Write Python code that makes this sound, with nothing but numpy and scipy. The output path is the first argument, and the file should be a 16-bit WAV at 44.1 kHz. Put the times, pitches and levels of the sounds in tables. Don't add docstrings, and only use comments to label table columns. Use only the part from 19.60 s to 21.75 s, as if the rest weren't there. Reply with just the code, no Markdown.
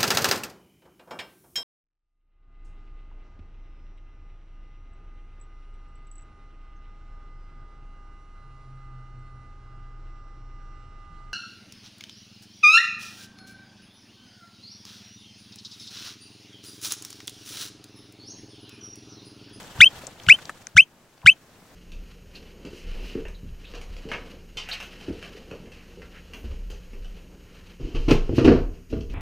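import sys
import numpy as np
from scipy import signal
from scipy.fft import rfft, irfft, next_fast_len
from scipy.io import wavfile
from scipy.ndimage import uniform_filter1d, map_coordinates

SR = 44100
rng = np.random.default_rng(int(sys.argv[2]) if len(sys.argv) > 2 else 0)


def transcribe(signal):
    frames = np.atleast_2d(signal).T
    limited = np.clip(frames, -1, 1)
    pcm = np.round(limited * 32767).astype(np.int16)
    wavfile.write(sys.argv[1], SR, pcm)


N = 94815

# [start t/s; from there, whistle opens t/s, breaks t/s, tail peaks t/s;
# tail level/dB, yelp octave level/dB, brightness/dB, pitch ratio]
CALLS = [(0.203, 0.012, 0.042, 0.064, -7, -3, 2, 1.003),
         (0.6844, .0140, .0420, 0.059, -18, -18.5, -0.5, .995),
         (1.1650, .0138, 0.042, .0580, -21.5, -17, -1, 1.002),
         (1.659, .0140, .0410, 0.057, -18.5, -17, -0.5, 1)]
# [t/s from its start, f/Hz]
PITCH_SWEEP = [(0, 1230), (.003, 1424), (.006, 1570), (.010, 1790), (.015, 2080), (.020, 2300),
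               (.030, 2540), (.039, 2670), (.044, 2970), (.050, 3005), (.060, 3085), (.080, 3215)]
# [t/s from call start, second harmonic level/dB, higher overtones level/dB]
VOICE_STRAIN = [(0, -45.5, -44), (.003, -9, -25), (.007, -26.5, -30), (.012, -28.5, -21.5),
                (.021, -25.5, -29.5), (.030, -30, -35), (.039, -37.5, -46), (.046, -41.5, -41),
                (.058, -45, -48), (.072, -47, -57)]
# [f/Hz, level/dB]
THROAT_COLOUR = [(2900, 0), (3250, -4), (3650, 3), (4200, -8), (4900, -1), (5600, -3), (6100, -4),
                 (6800, -6), (7400, 0), (8200, -3), (9000, 4), (10000, -12), (12500, -8), (15300, -4)]
# [f/Hz, level/dB]
RASP_COLOUR = [(600, -26.5), (1500, -3), (3000, -1.5), (6500, -5), (9200, -8.5), (10500, -21.5),
               (15500, -25)]
# [t/s, relative level/dB, T60/s, f/Hz, left minus right/dB]
STEM_TICKS = [(.030, -35.5, 0.005, 6000, 5), (.4685, -28.5, .014, 6780, 8.5), (.5985, -40.5, .016, 2972, 0),
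              (.6352, -39, 0.009, 6056, 8.5), (.665, -32.5, 0.029, 2700, 1), (.854, -33, 0.014, 4456, 2.5),
              (.894, -45, .04, 8960, 1.5), (1.0695, -29, 0.0071, 6410, 9.5),
              (1.0697, -33, 0.011, 1940, 3.5), (1.579, -53, 0.013, 4036, 9),
              (1.617, -48.5, 0.02, 2290, 3.5)]
# [t/s, relative level/dB, T60/s, f/Hz, left minus right/dB]
TURF_SCUFFS = [(.176, -38.5, 0.04, 900, 0.5), (.436, -34.5, .025, 422.4, 1.5),
               (.470, -41.5, 0.074, 600, 0.5), (.787, -40.5, 0.04, 1470, 1), (.894, -29, 0.032, 1460, 2),
               (.896, -41, 0.0496, 460, 2.5), (1.577, -46.5, 0.013, 980, 4), (1.626, -52, 0.23, 896, 2)]
# [t/s, level/dB]
RUSTLE_RIDE = [(0, -40.5), (.1, -47.5), (.18, -41.5), (.3, -46.5), (.38, -42), (.48, -47), (.55, -53),
               (.63, -47), (.68, -44.5), (.77, -46.5), (.83, -46), (.95, -53), (1.03, -53.5), (1.15, -62),
               (1.3, -69.5), (2.15, -62.5)]
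# [f/Hz, level/dB]
RUSTLE_COLOUR = [(25, -5.5), (60, -2.7), (130, 0.5), (250, -4.3), (450, -6.5), (750, -4.5), (1100, -9),
                 (1500, -8), (2000, -12), (3200, -11.5), (5000, -16), (7500, -17.5), (10000, -24.5),
                 (15500, -28)]
# [t/s, level/dB]
HUSH_RIDE = [(0, -56), (1.5, -57.5), (1.8, -55.5), (2.15, -52.5)]
# [f/Hz, level/dB]
HUSH_COLOUR = [(25, -6), (60, -7), (150, -1), (300, -5), (700, -8.5), (1200, -12), (1650, -12.5),
               (2200, -15.5), (4000, -19.5), (7000, -21), (10000, -26), (15500, -27.5)]
# [f/Hz, left-right correlation]
STEREO_LIKENESS = [(60, 0.89), (140, 0.91), (330, 0.98), (780, 0.93), (1820, 0.59), (4280, 0.38)]

TOP_HZ = 15900


def marmot(top_harmonic=10, flutter_db=5.5, jitter=.004, sag_db_per_s=-47, release_s=.0022):
    out = np.zeros((2, N))
    rasp = stereo_noise(RASP_COLOUR, patchy_db=.5)
    flutter = amp(flutter_db * np.array([wobble(220) for _ in range(top_harmonic + 1)]))
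    waver = jitter * wobble(500)
    for start, opens, breaks, tail_at, tail_db, octave_db, bright_db, ratio in CALLS:
        n = np.flatnonzero(abs(np.arange(N) / SR - start - .05) < .07)
        t = n / SR - start
        voiced = step(t - .002, rise_s=.0005)
        clear = step(t - opens, rise_s=.00032)
        broken = step(t - breaks, rise_s=release_s)
        hz = ratio * curves(PITCH_SWEEP, t)[0] * (1 + waver[n] * (1 - broken))
        phase = 2 * np.pi * np.cumsum(hz) / SR

        yelp = (amp(-14.5) + amp(-12.5) * swell(t - .0048, width_s=.0017)) * (1 - clear)
        release = np.exp(-np.maximum(t - breaks, 0) / release_s)
        whistle = clear * amp(-.7 + sag_db_per_s * (t - opens)) * release
        tail = amp(tail_db) * swell(t - tail_at, width_s=.0071)
        tone = (yelp + whistle + tail) * np.sin(phase)

        overtone_fade = step(.074 - t, rise_s=.0014)
        second, upper = amp(curves(VOICE_STRAIN, t) + bright_db) * overtone_fade
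        octave = second * flutter[1, n] + amp(octave_db) * swell(t - opens + .0043, width_s=.0039)
        tone += octave * amp(along(THROAT_COLOUR, 2 * hz)) * np.sin(2 * phase)
        for k in range(3, top_harmonic + 1):
            colour_db = along(THROAT_COLOUR, k * hz) - 4 * (k - 3) - 4 * (k % 2 == 0) * clear
            tone += upper * amp(colour_db) * flutter[k, n] * (k * hz < TOP_HZ) * np.sin(k * phase)

        grit = amp(-6) * upper * voiced * (1 - .8 * broken)
        air = amp(-44 + bright_db) * whistle
        mouth_click = amp(-33.5) * swell(t + .0011, width_s=.00079)
        out[:, n] += voiced * tone + (grit + air + mouth_click) * rasp[:, n]
    return out


def puffs(first_hz=108.4, tail_hz=150, lead_s=.0064, gap_s=.0115):
    push = lambda t, hz: swell(t, width_s=.0038) * np.cos(2 * np.pi * hz * t)
    out = np.zeros(N)
    for start, _, _, tail_at, *_ in CALLS:
        t = np.arange(N) / SR - start
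        out += push(t + lead_s, first_hz) + push(t + lead_s - gap_s, 1.25 * first_hz)
        out += amp(-18.5) * push(t - tail_at, tail_hz)
    return amp(-23) * out


def reflections(voice, ground_s=.0041, wall_s=.0215, right_lag_s=.000016):
    delay = lambda hz, s: np.exp(-2j * np.pi * hz * s)
    paths = lambda hz: 1 + amp(-25) * delay(hz, ground_s) + amp(-37) * delay(hz, wall_s)
    ear_s = right_lag_s * np.array([[-.5], [.5]])
    return filtered(voice, lambda hz: paths(hz) * delay(hz, ear_s))


def rock_scatter(voice, t60_s=.11):
    t = np.arange(SR // 4) / SR
    tail = rng.standard_normal((2, len(t))) * 1000 ** (-t / t60_s)
    return signal.fftconvolve(voice, tail / np.linalg.norm(tail[0]), axes=1)[:, :N]


def grass_snaps(rows, octaves, attack_s=.0004, lowpass_hz=10200, boost_db=4):
    out = np.zeros((2, N))
    for start, db, t60_s, hz, pan_db in rows:
        t = np.maximum(np.arange(N) / SR - start, 0)
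        band = lambda f: 1 / (1 + (np.log2((f + 1) / hz) / octaves) ** 2)
        rolloff = lambda f: 1 / np.sqrt(1 + f / hz) / (1 + (f / lowpass_hz) ** 8)
        burst = unit(filtered(rng.standard_normal(N), lambda f: band(f) * rolloff(f)))
        envelope = (1 - np.exp(-t / attack_s)) * 1000 ** (-t / t60_s)
        out += burst * envelope * amp(db + boost_db) * pan(pan_db)
    return out


def grass_rustle(flicker_db=1.5):
    level_db = curves(RUSTLE_RIDE, np.arange(N) / SR)[0] + flicker_db * wobble(90)
    return amp(level_db) * stereo_noise(RUSTLE_COLOUR, patchy_db=1.5)


def outdoor_hush():
    level_db = curves(HUSH_RIDE, np.arange(N) / SR)[0]
    return amp(level_db) * stereo_noise(HUSH_COLOUR, patchy_db=1)


def stereo_noise(colour, patchy_db):
    bins = signal.stft(rng.standard_normal((2, N)), nperseg=256)[2]
    patches = uniform_filter1d(rng.standard_normal(bins.shape[1:]), size=12, axis=0)
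    patches = unit(uniform_filter1d(patches, size=5, axis=1))
    pair = signal.istft(bins * amp(patchy_db * patches), nperseg=256)[1][:, :N]
    width = lambda hz: np.arccos(along(STEREO_LIKENESS, hz)) / 2
    mid, side = filtered(pair, lambda hz: amp(along(colour, hz)) * [np.cos(width(hz)), np.sin(width(hz))])
    return unit(np.array([mid + side, mid - side]))


def amp(db):
    return 10 ** (np.asarray(db) / 20)


def pan(left_db):
    return amp([[left_db / 2], [-left_db / 2]])


def unit(x):
    return x / np.sqrt(np.mean(x ** 2) + 1e-20)


def along(points, hz):
    freqs, values = np.transpose(points)
    return np.interp(np.log(hz + 1), np.log(freqs + 1), values)


def curves(rows, t):
    times, *columns = np.transpose(rows)
    return np.array([np.interp(t, times, column) for column in columns])


def wobble(rate):
    return map_coordinates(rng.standard_normal(int(N * rate / SR) + 4), [np.arange(N) * rate / SR])


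def swell(t, width_s):
    return np.exp(-.5 * (t / width_s) ** 2)


def step(t, rise_s):
    return .5 + .5 * np.tanh(.5 * t / rise_s)


def filtered(x, response):
    size = next_fast_len(N + SR // 2)
    return irfft(rfft(x, size) * response(np.fft.rfftfreq(size, 1 / SR)), size)[..., :N]


def scene():
    voice = reflections(marmot())
    calls = (voice + amp(-31) * rock_scatter(voice) + puffs()) * pan(left_db=2)
    bed = (grass_rustle() + outdoor_hush()) * pan(left_db=.9)
    ticks = grass_snaps(STEM_TICKS, octaves=.35)
    scuffs = grass_snaps(TURF_SCUFFS, octaves=.51)
    return calls + bed + ticks + scuffs


def record(dry):
    return filtered(np.clip(dry, -1, 1), lambda hz: hz < TOP_HZ)


dry = scene()
out = record(dry)
transcribe(out)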